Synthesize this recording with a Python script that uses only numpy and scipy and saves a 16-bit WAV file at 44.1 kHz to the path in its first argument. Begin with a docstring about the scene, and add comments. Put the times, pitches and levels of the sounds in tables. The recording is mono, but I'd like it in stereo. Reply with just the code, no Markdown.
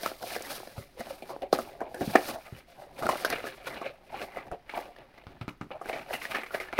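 """Hands pry a stiff plastic blister off its card, lift a toy out and set it on a table, close to two microphones.
The shell buckles in bursts of slips that ring panel, shell and cavity; creases rustle and crackle as random grains
through the same modes. Tearing paper fibres are filtered hiss and short bright ticks. Card and toy knock, rumble
and scuff on a table of ringing modes; feedback delays make a small quiet room, with steady air behind."""
import sys
import numpy as np
from scipy import signal
from scipy.fft import rfft, irfft
from scipy.io import wavfile

SR = 44100
rng = np.random.default_rng(int(sys.argv[2]) if len(sys.argv) > 2 else 0)


def store_wav(level_fs):
    """Save 16-bit WAV to argv[1]."""
    pcm = np.round(np.clip(np.atleast_2d(level_fs), -1, 1) * 32767)
    wavfile.write(sys.argv[1], SR, pcm.T.astype(np.int16))


N = 299527
BLOW_SAMPLES = 8192  # longest ring of one blow


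def from_db(db):
    """Decibels to amplitude gain."""
    return 10 ** (np.asarray(db) / 20)


def rms_one(x):
    """Scale to rms 1."""
    return x / np.sqrt(np.mean(x ** 2) + 1e-20)


def peak_one(rows):
    """Scale each row to peak 1."""
    return rows / np.abs(rows).max(axis=1, keepdims=True)


def lowpass(x, order, cut_hz):
    """Butterworth low-pass."""
    return signal.sosfilt(signal.butter(order, cut_hz, fs=SR, output="sos"), x)


def highpass(x, order, cut_hz):
    """Butterworth high-pass."""
    return signal.sosfilt(signal.butter(order, cut_hz, "high", fs=SR, output="sos"), x)


def at_hz(points, hz):
    """Read a (Hz, value) table on a log frequency axis."""
    table_hz, values = np.array(points).T
    return np.interp(np.log(hz + 1), np.log(table_hz), values)


def at_time(points, s):
    """Read a (s, value) table, linear between points."""
    return np.interp(s, *np.transpose(points))


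def drift(rate_hz):
    """Slow random wander of rms 1: noise through a double pole, on a 40-sample grid."""
    step = 40
    r = np.exp(-2 * np.pi * rate_hz * step / SR)
    noise = rng.standard_normal(N // step + 2002)
    slow = signal.lfilter([1], [1, -2 * r, r * r], noise)[2000:]  # settled part only
    return np.interp(np.arange(N) / step, np.arange(len(slow)), rms_one(slow))


def ring(x, hz, t60_s):
    """Two-pole resonator: a unit click starts a decaying sine of height 1."""
    r = from_db(-60 / (t60_s * SR))
    w = 2 * np.pi * hz / SR
    return signal.lfilter([0, np.sin(w)], [1, -2 * r * np.cos(w), r * r], x + 1e-18)


def colour(x, points):
    """Minimum-phase filter with the given spectrum, so nothing sounds early."""
    size = 4096
    spectrum_db = at_hz(points, np.fft.rfftfreq(size, 1 / SR))
    cepstrum = irfft(np.log(from_db(spectrum_db)))
    cepstrum[1:size // 2] *= 2  # fold onto positive time
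    cepstrum[size // 2 + 1:] = 0
    taps = irfft(np.exp(rfft(cepstrum)), size)
    taps = taps.reshape((1,) * (x.ndim - 1) + (-1,))
    return signal.fftconvolve(x, taps, axes=-1)[..., :x.shape[-1]]


def struck(blows, modes, spread_db, held_db=0):
    """Each blow (row) excites every mode with a strength of its own; peak 1."""
    gains = from_db(held_db + spread_db * rng.standard_normal((len(blows), len(modes))))
    total = 0
    for k, (hz, db, t60_s) in enumerate(modes):
        total = total + gains[:, [k]] * from_db(db) * ring(blows, hz, t60_s)
    return peak_one(total)


# where the hands work, as mean delay of the right microphone: (time [s], delay [samples])
RIGHT_DELAYS = [(0.0, 7.1), (3.8, 7.83), (4.5, 5.2), (5.2, 9.2), (5.7, 5.9), (6.0, 2.33), (6.79, 2.14)]


def place(times_s, sounds, wander_samples):
    """Lay rows out in time; right lags left by 0 to 20 samples, scattered about the hands' position."""
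    out = np.zeros((2, N + 2 * BLOW_SAMPLES))
    scatter = wander_samples * rng.standard_normal(len(times_s))
    lags = np.clip(np.round(at_time(RIGHT_DELAYS, times_s) + scatter), 0, 20).astype(int)
    for s, sound, lag in zip(times_s, sounds, lags):
        i = round(s * SR)
        out[0, i:i + BLOW_SAMPLES] += sound
        out[1, i + lag:i + lag + BLOW_SAMPLES] += sound
    return out[:, :N]


def grains(per_s, size_db, wander_samples):
    """Tiny slips of random moment, size and sign, at a wandering rate; each has its own right-side lag."""
    draw = rng.random(N)
    chance = per_s * from_db(4.0 * drift(25)) / SR
    at = np.flatnonzero(draw < chance)
    steps = np.minimum(rng.exponential(1, N), 3.6)[at]
    sizes = from_db(size_db * steps) * rng.choice([-1, 1], N)[at]
    scatter = wander_samples * rng.standard_normal(N)[at]
    lags = np.round(at_time(RIGHT_DELAYS, at / SR) + scatter).astype(int)
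    out = np.zeros((2, N))
    out[0, at] = sizes
    np.add.at(out[1], np.clip(at + lags, 0, N - 1), sizes)
    return out


# the grip bends the card; cavity modes near this pitch ring most freely: (time [s], pitch [Hz])
GRIP_PITCH = [(0, 704), (0.4, 640), (1.0, 500), (1.36, 660), (1.53, 510), (1.6, 490), (1.8, 646),
              (2.0, 527), (2.15, 660), (3.2, 664), (3.33, 500), (4.4, 760), (5.7, 560), (5.82, 713),
              (6.2, 690), (6.6, 590)]
GRIP_DB_PER_OCTAVE = 10.5


def freed_db(s, modes):
    """Loss of each mode (column) at each moment (row), growing with distance from the freed pitch."""
    freed_hz = at_time(GRIP_PITCH, s)[:, None]
    return -GRIP_DB_PER_OCTAVE * np.abs(np.log2(np.array(modes)[:, 0] / freed_hz))


def rustle(slips, modes, grip_db, gripped=False):
    """Grains through the modes, each mode's level wandering on its own; rms 1."""
    s = np.arange(N) / SR
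    total = 0
    for k, (hz, db, t60_s) in enumerate(modes):
        level_db = db + grip_db * drift(15.6)
        if gripped:
            level_db = level_db + freed_db(s, [[hz]])[:, 0]
        total = total + (-1) ** k * from_db(level_db) * ring(slips, hz, t60_s)
    return rms_one(total)


# air spectrum: (frequency [Hz], relative density [dB])
AIR_SPECTRUM = [(20, 6.5), (45, 8), (100, -1.5), (300, -2.5), (700, -17), (2000, -13.5), (5000, -25),
                (8000, -44), (11000, -55.5), (16000, -39)]
AIR_DB = -60.5


def room_tone():
    """Steady air noise: the bass is shared by both microphones, the treble is not."""
    mid, side = colour(rng.standard_normal((2, N)), AIR_SPECTRUM)
    side = highpass(side, 1, 400) + 0.2 * side
    return from_db(AIR_DB + 0.5 * drift(7.2)) * rms_one(np.array([mid + side, mid - side]))


ROOM_T60_S, ROOM_DB, WALL_CUT_HZ = 0.32, -21.5, 4900  # T60 at low pitch; treble dies sooner


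def room(x):
    """Six feedback delays a side, duller on every round, stepped block by block."""
    out = np.zeros((2, N))
    dull = np.exp(-2 * np.pi * WALL_CUT_HZ / SR)
    lags = (rng.uniform(.012, 0.029, 12) * SR).astype(int)
    for k, lag in enumerate(lags):
        loop, state = x.copy(), [0.]
        gain = from_db(-60 * lag / SR / ROOM_T60_S)
        for i in range(lag, N, lag):
            back, state = signal.lfilter([gain * (1 - dull)], [1, -dull], loop[i - lag:i], zi=state)
            loop[i:i + lag] += back[:N - i]
        out[k % 2] += (loop - x) * (-1) ** (k // 2)  # echoes only, mixed signs
    return out


# table top modes, struck: (frequency [Hz], relative level [dB], T60 [s])
TABLE_MODES = [(59.6, -1.5, 0.13), (130, 3, 0.2), (208, 10.5, 0.044), (261, 7.5, 0.14), (363, 7.5, 0.048)]
# toy's tyres scuff along the table: (start [s], length [s], level [dB])
TYRE_SCUFFS = [(5.265, 0.13, -59.5), (5.627, 0.057, -47)]
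THUMP_DB = -13  # relative to the card rustle gain


def table_rumble(card_gain):
    """Uneven drag of card and tyres, as grains through the table's modes."""
    t = np.arange(N) / SR
    scuff_gain = np.zeros(N)
    for start_s, length_s, db in TYRE_SCUFFS:
        ramp = np.minimum(t - start_s, start_s + length_s - t) / 0.027
        scuff_gain += from_db(db) * np.clip(ramp, 0, 1)
    damped = [(hz, db, t60_s / 3) for hz, db, t60_s in TABLE_MODES]  # the weight on it damps the top
    drag = rustle(grains(1100, size_db=-3, wander_samples=3.0), damped, grip_db=2)
    return (from_db(THUMP_DB) * card_gain + scuff_gain) * drag


# card and toy meet the table: (time [s], tick peak [dB], boom level [dB], boom pitch [Hz])
TABLE_KNOCKS = [(0.78, -28, -29, 99), (2.015, -29, -21.5, 262), (2.076, -38, -21.5, 186),
                (2.525, -44, -29, 150), (3.051, -26.5, -28.5, 209), (5.2686, -26.5, -38.5, 114),
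                (5.4129, -23, -30.5, 125), (5.4805, -19.5, -28.5, 290), (5.6125, -22, -28, 265)]


def knocks():
    """Hard contact tick and short rattle of loose parts; the table booms, most at the pitch of the spot hit."""
    s, tick_db, boom_db, spot_hz = np.array(TABLE_KNOCKS).T[..., None]
    blows = np.zeros((len(s), BLOW_SAMPLES))
    blows[:, 0] = -1
    fading = np.exp(-np.arange(BLOW_SAMPLES) / SR / .025)
    rattle = blows + .035 * rng.standard_normal(blows.shape) * fading
    tick = ring(rattle, 520, 0.0024) + ring(rattle, 1340, 0.009)
    tick += 0.7 * ring(rattle, 2200, 0.006) + 0.33 * ring(rattle, 2700, 0.0025)
    spot = np.array([ring(row, hz, 0.028) for row, hz in zip(rattle, spot_hz[:, 0])])
    boom = peak_one(struck(rattle, TABLE_MODES, spread_db=2.5) + 2.0 * peak_one(spot))
    boom = highpass(boom, 2, 75)  # the top is too small for deep bass
    sounds = from_db(boom_db) * boom + from_db(tick_db) * peak_one(tick)
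    return place(s[:, 0], sounds, wander_samples=1.0)


# tearing fibres' spectrum: (frequency [Hz], relative density [dB])
FIBRE_SPECTRUM = [(1200, -70), (2000, -24), (2800, -10.5), (4000, -5.5), (5000, -6), (7500, -16),
                  (9100, -10.5), (12000, -11), (16000, -14.5)]
# single fibres part: (time [s], peak [dB])
FIBRE_TICKS = [(0.032, -23), (0.4228, -27), (1.805, -45), (1.945, -32.5), (3.1717, -29.5), (3.249, -21.5),
               (3.3008, -19), (3.6665, -38)]
TICK_DECAY_S = 0.0029  # time constant


def ticks():
    """A fibre parts: a few milliseconds of fibre hiss with instant onset and exponential decay."""
    s, peak_db = np.array(FIBRE_TICKS).T[..., None]
    fading = np.exp(-np.arange(BLOW_SAMPLES) / SR / TICK_DECAY_S)
    burst = rng.standard_normal((len(s), BLOW_SAMPLES)) * fading
    return place(s[:, 0], from_db(peak_db) * peak_one(colour(burst, FIBRE_SPECTRUM)), wander_samples=5.5)


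# moves of the hands: (peak time [s], swell [s], fade [s],
#   card and cavity rustle level [dB], shell crackle level [dB], fibre hiss level [dB])
HAND_MOVES = [(0.072, 0.17, 0.11, -39.5, -39.5, -40), (0.227, 0.053, 0.12, -45.5, -47, -42.5),
              (0.275, 0.051, 0.11, -44, -45, -40), (0.333, 0.068, 0.16, -39, -36.5, -39.5),
              (0.513, 0.13, 0.18, -37.5, -36.5, -37.5), (0.795, 0.14, 0.11, -46, -46.5, -52),
              (1.006, 0.029, 0.027, -29.5, -36, -43.5), (1.095, 0.11, 0.14, -41, -44, -48),
              (1.311, 0.18, 0.096, -40, -47, -52.5), (1.429, 0.015, 0.066, -34.5, -45, -61),
              (1.539, 0.012, 0.13, -28.5, -33.5, -36.5), (1.81, 0.24, 0.75, -44, -56, -89),
              (2.021, 0.086, 0.22, -38, -45, -44.5), (2.1, 0.13, 0.25, -42.5, -46.5, -42.5),
              (2.161, 0.017, 0.053, -28, -22, -40), (2.299, 0.18, 0.07, -36.5, -35, -35.5),
              (2.349, 0.12, 0.03, -35.5, -48, -54), (2.46, 0.074, 0.097, -49.5, -47.5, -55),
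              (2.59, 0.12, 0.03, -52, -44, -55.5), (2.711, 0.064, 0.055, -58, -54, -60),
              (2.818, 0.085, 0.09, -43, -50, -58.5), (2.992, 0.018, 0.31, -42.5, -44, -47),
              (3.04, 0.086, 0.19, -30.5, -41.5, -53), (3.1, 0.035, 0.084, -43, -32.5, -38),
              (3.21, 0.16, 0.086, -48.5, -37, -39.5), (3.317, 0.11, 0.22, -34, -31, -45.5),
              (3.478, 0.095, 0.1, -45, -39, -49.5), (3.671, 0.01, 0.05, -35.5, -29, -40),
              (3.749, 0.2, 0.056, -39, -36, -52.5), (3.871, 0.32, 0.074, -40, -40, -59),
              (4.159, 0.09, 0.18, -37.5, -42, -55.5), (4.224, 0.061, 0.05, -42, -32, -46.5),
              (4.371, 0.044, 0.065, -34.5, -36.5, -57.5), (4.474, 0.068, 0.043, -38.5, -51, -62),
              (4.52, 0.007, 0.04, -32.5, -48, -57), (4.697, 0.0051, 0.059, -68, -40.5, -77),
              (4.777, 0.074, 0.094, -34.5, -35.5, -49.5), (5.01, 0.079, 0.082, -43, -46.5, -75),
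              (5.19, 0.08, 0.13, -52.5, -52, -86), (5.31, 0.06, 0.14, -52, -51, -85),
              (5.413, 0.0026, 0.023, -39, -34, -63), (5.49, .008, 0.029, -57, -39, -52),
              (5.616, 0.0062, 0.033, -44.5, -43, -62), (5.715, 0.006, 0.14, -41.5, -48.5, -76),
              (5.896, 0.052, 0.066, -36, -35.5, -46), (5.96, 0.094, 0.31, -40.5, -44, -54.5),
              (6.139, 0.046, 0.049, -33, -35.5, -39), (6.242, 0.059, 0.057, -61, -36, -40),
              (6.316, 0.033, 0.039, -35.5, -33, -40.5), (6.354, 0.03, 0.12, -39, -33, -46.5),
              (6.547, 0.031, 0.063, -38.5, -34, -41), (6.62, 0.051, 0.15, -45, -41, -50),
              (6.734, 0.017, 0.046, -41, -39, -52), (6.785, 0.029, 0.14, -37.5, -31.5, -45.5)]
SWELL_DB = 20  # rise over one swell time, fall over one fade time
MOVE_SHAPE = 0.83  # exponent; under 1: pointed peak, long tails


def moves():
    """Gains of rustle, crackle and hiss: each move climbs and sinks; overlapping moves add in power."""
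    peak_s, swell_s, fade_s, card_db, shell_db, fibre_db = np.array(HAND_MOVES).T[..., None]
    t = np.arange(0, N + 64, 64) / SR
    before = (peak_s - t) / np.maximum(swell_s, .003)
    after = (t - peak_s) / np.maximum(fade_s, .003)
    below_db = -SWELL_DB * np.maximum(before, after) ** MOVE_SHAPE
    gains = []
    for db in (card_db, shell_db, fibre_db):
        power = np.sum(from_db(db + below_db) ** 2, axis=0)
        gains.append(np.interp(np.arange(N) / SR, t, np.sqrt(power)))
    return gains


# card and air cavity modes of the blister: (frequency [Hz], relative level [dB], T60 [s])
CAVITY_MODES = [(241, -10, 0.11), (378, -6.5, 0.095), (440, 0.5, 0.0051), (517, -8, 0.054),
                (561.4, -2, 0.026), (673.6, 4, 0.021), (692.6, 4, 0.022), (771, 1, 0.02),
                (905, 2.5, 0.0053)]
# stiff shell modes: (frequency [Hz], relative level [dB], T60 [s])
SHELL_MODES = [(1148, -11, 0.037), (1227, -7, 0.042), (1716, 3, 0.0073), (2040, 1.5, 0.019),
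               (2345, 9, 0.0059), (2967, -7.5, 0.02), (2950, -9.5, 0.0072), (4170, -12, 0.0051),
               (1440, 0.5, 0.0055), (3740, 5, 0.00087)]
HISS_FLOOR_DB = -74  # hiss never quite stops


def handling(card_gain, shell_gain, fibre_gain):
    """Shared creases excite card and shell and feed the fibre hiss, whose treble flickers on its own."""
    creases = grains(1800, size_db=3.6, wander_samples=3.5)
    fibres = grains(6000, size_db=1.5, wander_samples=4.1)
    hiss = rms_one(colour(fibres + 0.36 * creases, FIBRE_SPECTRUM))
    hiss = hiss + (from_db(1.67 * drift(11.0)) - 1) * highpass(hiss, 1, 7000)
    card_rustle = card_gain * rustle(creases, CAVITY_MODES, grip_db=4.5, gripped=True)
    shell_crackle = shell_gain * rustle(creases, SHELL_MODES, grip_db=3.5)
    return card_rustle + shell_crackle + (fibre_gain + from_db(HISS_FLOOR_DB)) * hiss


# shell buckles: (time [s], cavity ring level [dB], panel pitch [Hz], panel level [dB],
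#   slip decay time constant [s], clipped when played)
SHELL_SNAPS = [(0.033, -26.5, 1580, -25.5, 0.0073), (0.061, -23, 1278, -13.5, 0.0033),
               (0.116, -27.5, 1410, -36, 0.0065), (0.228, -32, 1430, -30.5, 0.0026),
               (0.236, -27, 1290, -50, 0.0066), (0.315, -33.5, 1750, -32, 0.014),
               (0.363, -20.5, 1640, -22, 0.0047), (0.407, -30, 2030, -33, 0.004),
               (0.502, -45, 1670, -28, 0.064), (0.602, -31, 990, -48, 0.0044),
               (0.632, -32.5, 1070, -67, 0.0034), (0.673, -34, 1710, -31.5, 0.0055),
               (1.008, -25, 1520, -31, 0.0058), (1.223, -30.5, 2420, -34.5, 0.011),
               (1.294, -41, 1056, -31.5, 0.025), (1.3636, -24, 1490, -44, 0.0023),
               (1.4204, -29, 2720, -27, 0.0033), (1.5275, -39, 4050, -13, 0.0056),
               (1.5286, -7, 1160, -14, 0.0078), (1.544, -25, 4240, -26, 0.006),
               (1.588, -19.5, 1250, -20, 0.0095), (1.806, -29.5, 1610, -31, 0.0076),
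               (1.815, -21.5, 960, -29.5, 0.013), (1.944, -29, 1680, -30.5, 0.026),
               (2.009, -19, 1600, -29, 0.016), (2.154, -1.5, 1260, -11, 0.0055),
               (2.157, -38, 1780, -5, 0.0043), (2.185, -20, 1700, -35, 0.0076),
               (2.288, -26.5, 1160, -33, 0.026), (3.024, -34, 1320, -23.5, 0.024),
               (3.056, -23.5, 1360, -22, 0.0071), (3.067, -22, 1370, -13, 0.0016),
               (3.09, -25, 1070, -9.5, 0.0087), (3.156, -23, 1290, -23, 0.0036),
               (3.248, -22.5, 1560, -9.5, 0.012), (3.302, -51, 1970, -16.5, 0.015),
               (3.326, -28, 1870, -15, 0.01), (3.441, -32, 1350, -32, 0.02),
               (3.467, -34, 1690, -24.5, 0.015), (3.67, -46.5, 1420, -23.5, 0.0087),
               (3.815, -30, 1130, -28, 0.0078), (4.205, -35.5, 1510, -32.5, 0.022),
               (4.234, -31, 2510, -32, 0.017), (4.371, -43.5, 1240, -32, 0.02),
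               (4.515, -35, 1330, -28.5, 0.0024), (4.6945, -67, 2200, -25.5, 0.0055),
               (4.738, -34, 900, -29.5, 0.0018), (4.79, -39, 870, -26.5, 0.0017),
               (4.963, -53, 1810, -35, 0.006), (4.986, -45, 2600, -36, 0.0038),
               (5.141, -67, 2210, -41, 0.011), (5.179, -53, 2030, -33.5, 0.0076),
               (5.238, -48, 2100, -42, 0.004), (5.706, -30.5, 1210, -38, 0.0084),
               (5.8135, -30, 1160, -32.5, 0.013), (5.858, -28, 1520, -30.5, 0.0052),
               (5.888, -28.5, 2080, -28.5, 0.012), (5.897, -23, 2100, -34, 0.0052),
               (5.929, -27, 2320, -25.5, 0.023), (6.108, -24, 1520, -37, 0.0081),
               (6.131, -29, 2750, -21, 0.032), (6.2185, -57, 2020, -28, 0.005),
               (6.253, -39, 1890, -21.5, 0.006), (6.347, -43, 1790, -19, 0.017),
               (6.385, -28, 1900, -32, 0.011), (6.434, -60, 2260, -23.5, 0.0091),
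               (6.463, -56, 2200, -29.5, 0.0072), (6.507, -47, 1400, -33, 0.0082),
               (6.546, -35, 1720, -24.5, 0.011), (6.601, -33.5, 2130, -25, 0.017),
               (6.612, -31.5, 1500, -35, 0.0046), (6.686, -53, 1770, -31.5, 0.0069),
               (6.728, -41, 1350, -21, 0.0016), (6.789, -19, 915, -10, 0.0075)]
CRACK_DB, CRACK_PER_FIBRE_DB = -9, 0.31  # crack re panel; dB per dB of fibre hiss over shell crackle


def snaps():
    """A panel flips in a dying burst of slips; cavity, shell and panel ring, a noise crack tops it."""
    s, cavity_db, panel_hz, panel_db, slip_s = np.array(SHELL_SNAPS).T[..., None]
    move_s, *_, shell_db, fibre_db = np.transpose(HAND_MOVES)
    tearing_db = np.interp(s, move_s, fibre_db - shell_db)
    crack_db = panel_db + CRACK_DB + CRACK_PER_FIBRE_DB * tearing_db
    shape = (len(s), BLOW_SAMPLES)
    fading = np.exp(-np.arange(BLOW_SAMPLES) / SR / np.clip(slip_s, .0005, .05))
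    slips = np.clip(rng.standard_normal(shape) ** 3, -15, 15) * fading  # few large among many small
    slips[:, :2] = 16.0  # the first release is the largest
    slips = lowpass(slips, 1, 4000)  # a slip takes a moment
    panel = peak_one(np.array([ring(row, hz, 25.0 / hz) for row, hz in zip(slips, panel_hz[:, 0])]))
    shell = peak_one(struck(slips, SHELL_MODES, spread_db=8.0) + 1.76 * panel)
    noise = signal.lfilter([1], [1, -.4], rng.standard_normal(shape) * fading)  # duller than the fibres
    crack = peak_one(colour(noise, FIBRE_SPECTRUM))
    cavity = struck(slips, CAVITY_MODES, spread_db=4.5, held_db=freed_db(s[:, 0], CAVITY_MODES))
    sounds = from_db(cavity_db) * cavity + from_db(panel_db) * shell + from_db(crack_db) * crack
    return place(s[:, 0], sounds, wander_samples=1.5)


# treble leans left or right as the blister turns: (time [s], left minus right [dB])
TREBLE_BALANCE = [(0, -1.5), (1.0, 5.5), (1.8, 0.5), (3.648, 4), (5.3, -1.5), (5.7, 2.5), (6.79, 2.5)]
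SHEET_CUT_HZ = 228.6  # the blister's sounds carry no bass below this


def scene():
    """Blister and table sounds, their echo and the air."""
    gains = moves()
    blister = highpass(handling(*gains) + snaps() + ticks(), 4, SHEET_CUT_HZ)
    near = blister + knocks() + table_rumble(gains[0])
    lean_db = at_time(TREBLE_BALANCE, np.arange(N) / SR) * [[.5], [-.5]]
    near = near + (from_db(lean_db) - 1) * highpass(near, 1, 4000)
    return near + from_db(ROOM_DB) * room(near.mean(axis=0)) + room_tone()


# microphone pair colour: (frequency [Hz], left minus right [dB])
MIC_BALANCE = [(60, 0.7), (160, 0.7), (270, -1.5), (450, -7.5), (740, -9.5), (1220, -4.5), (2010, -6.0),
               (3330, -3.5), (5500, -0.5), (9080, 1.0), (15000, -7.0)]
CEILING, CUTOFF_HZ = .96, 16500


def record(dry):
    """The microphones differ in colour; peaks are rounded under a ceiling, then the top is cut."""
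    sides = []
    for x, sign in zip(dry, (1, -1)):
        sides.append(colour(x, [(hz, sign * db / 2) for hz, db in MIC_BALANCE]))
    sides = np.array(sides)
    rounded = sides / (1 + (sides / CEILING) ** 8) ** .125
    return signal.sosfilt(signal.cheby2(18, 75, CUTOFF_HZ, fs=SR, output="sos"), rounded)


dry = scene()
out = record(dry)
store_wav(out)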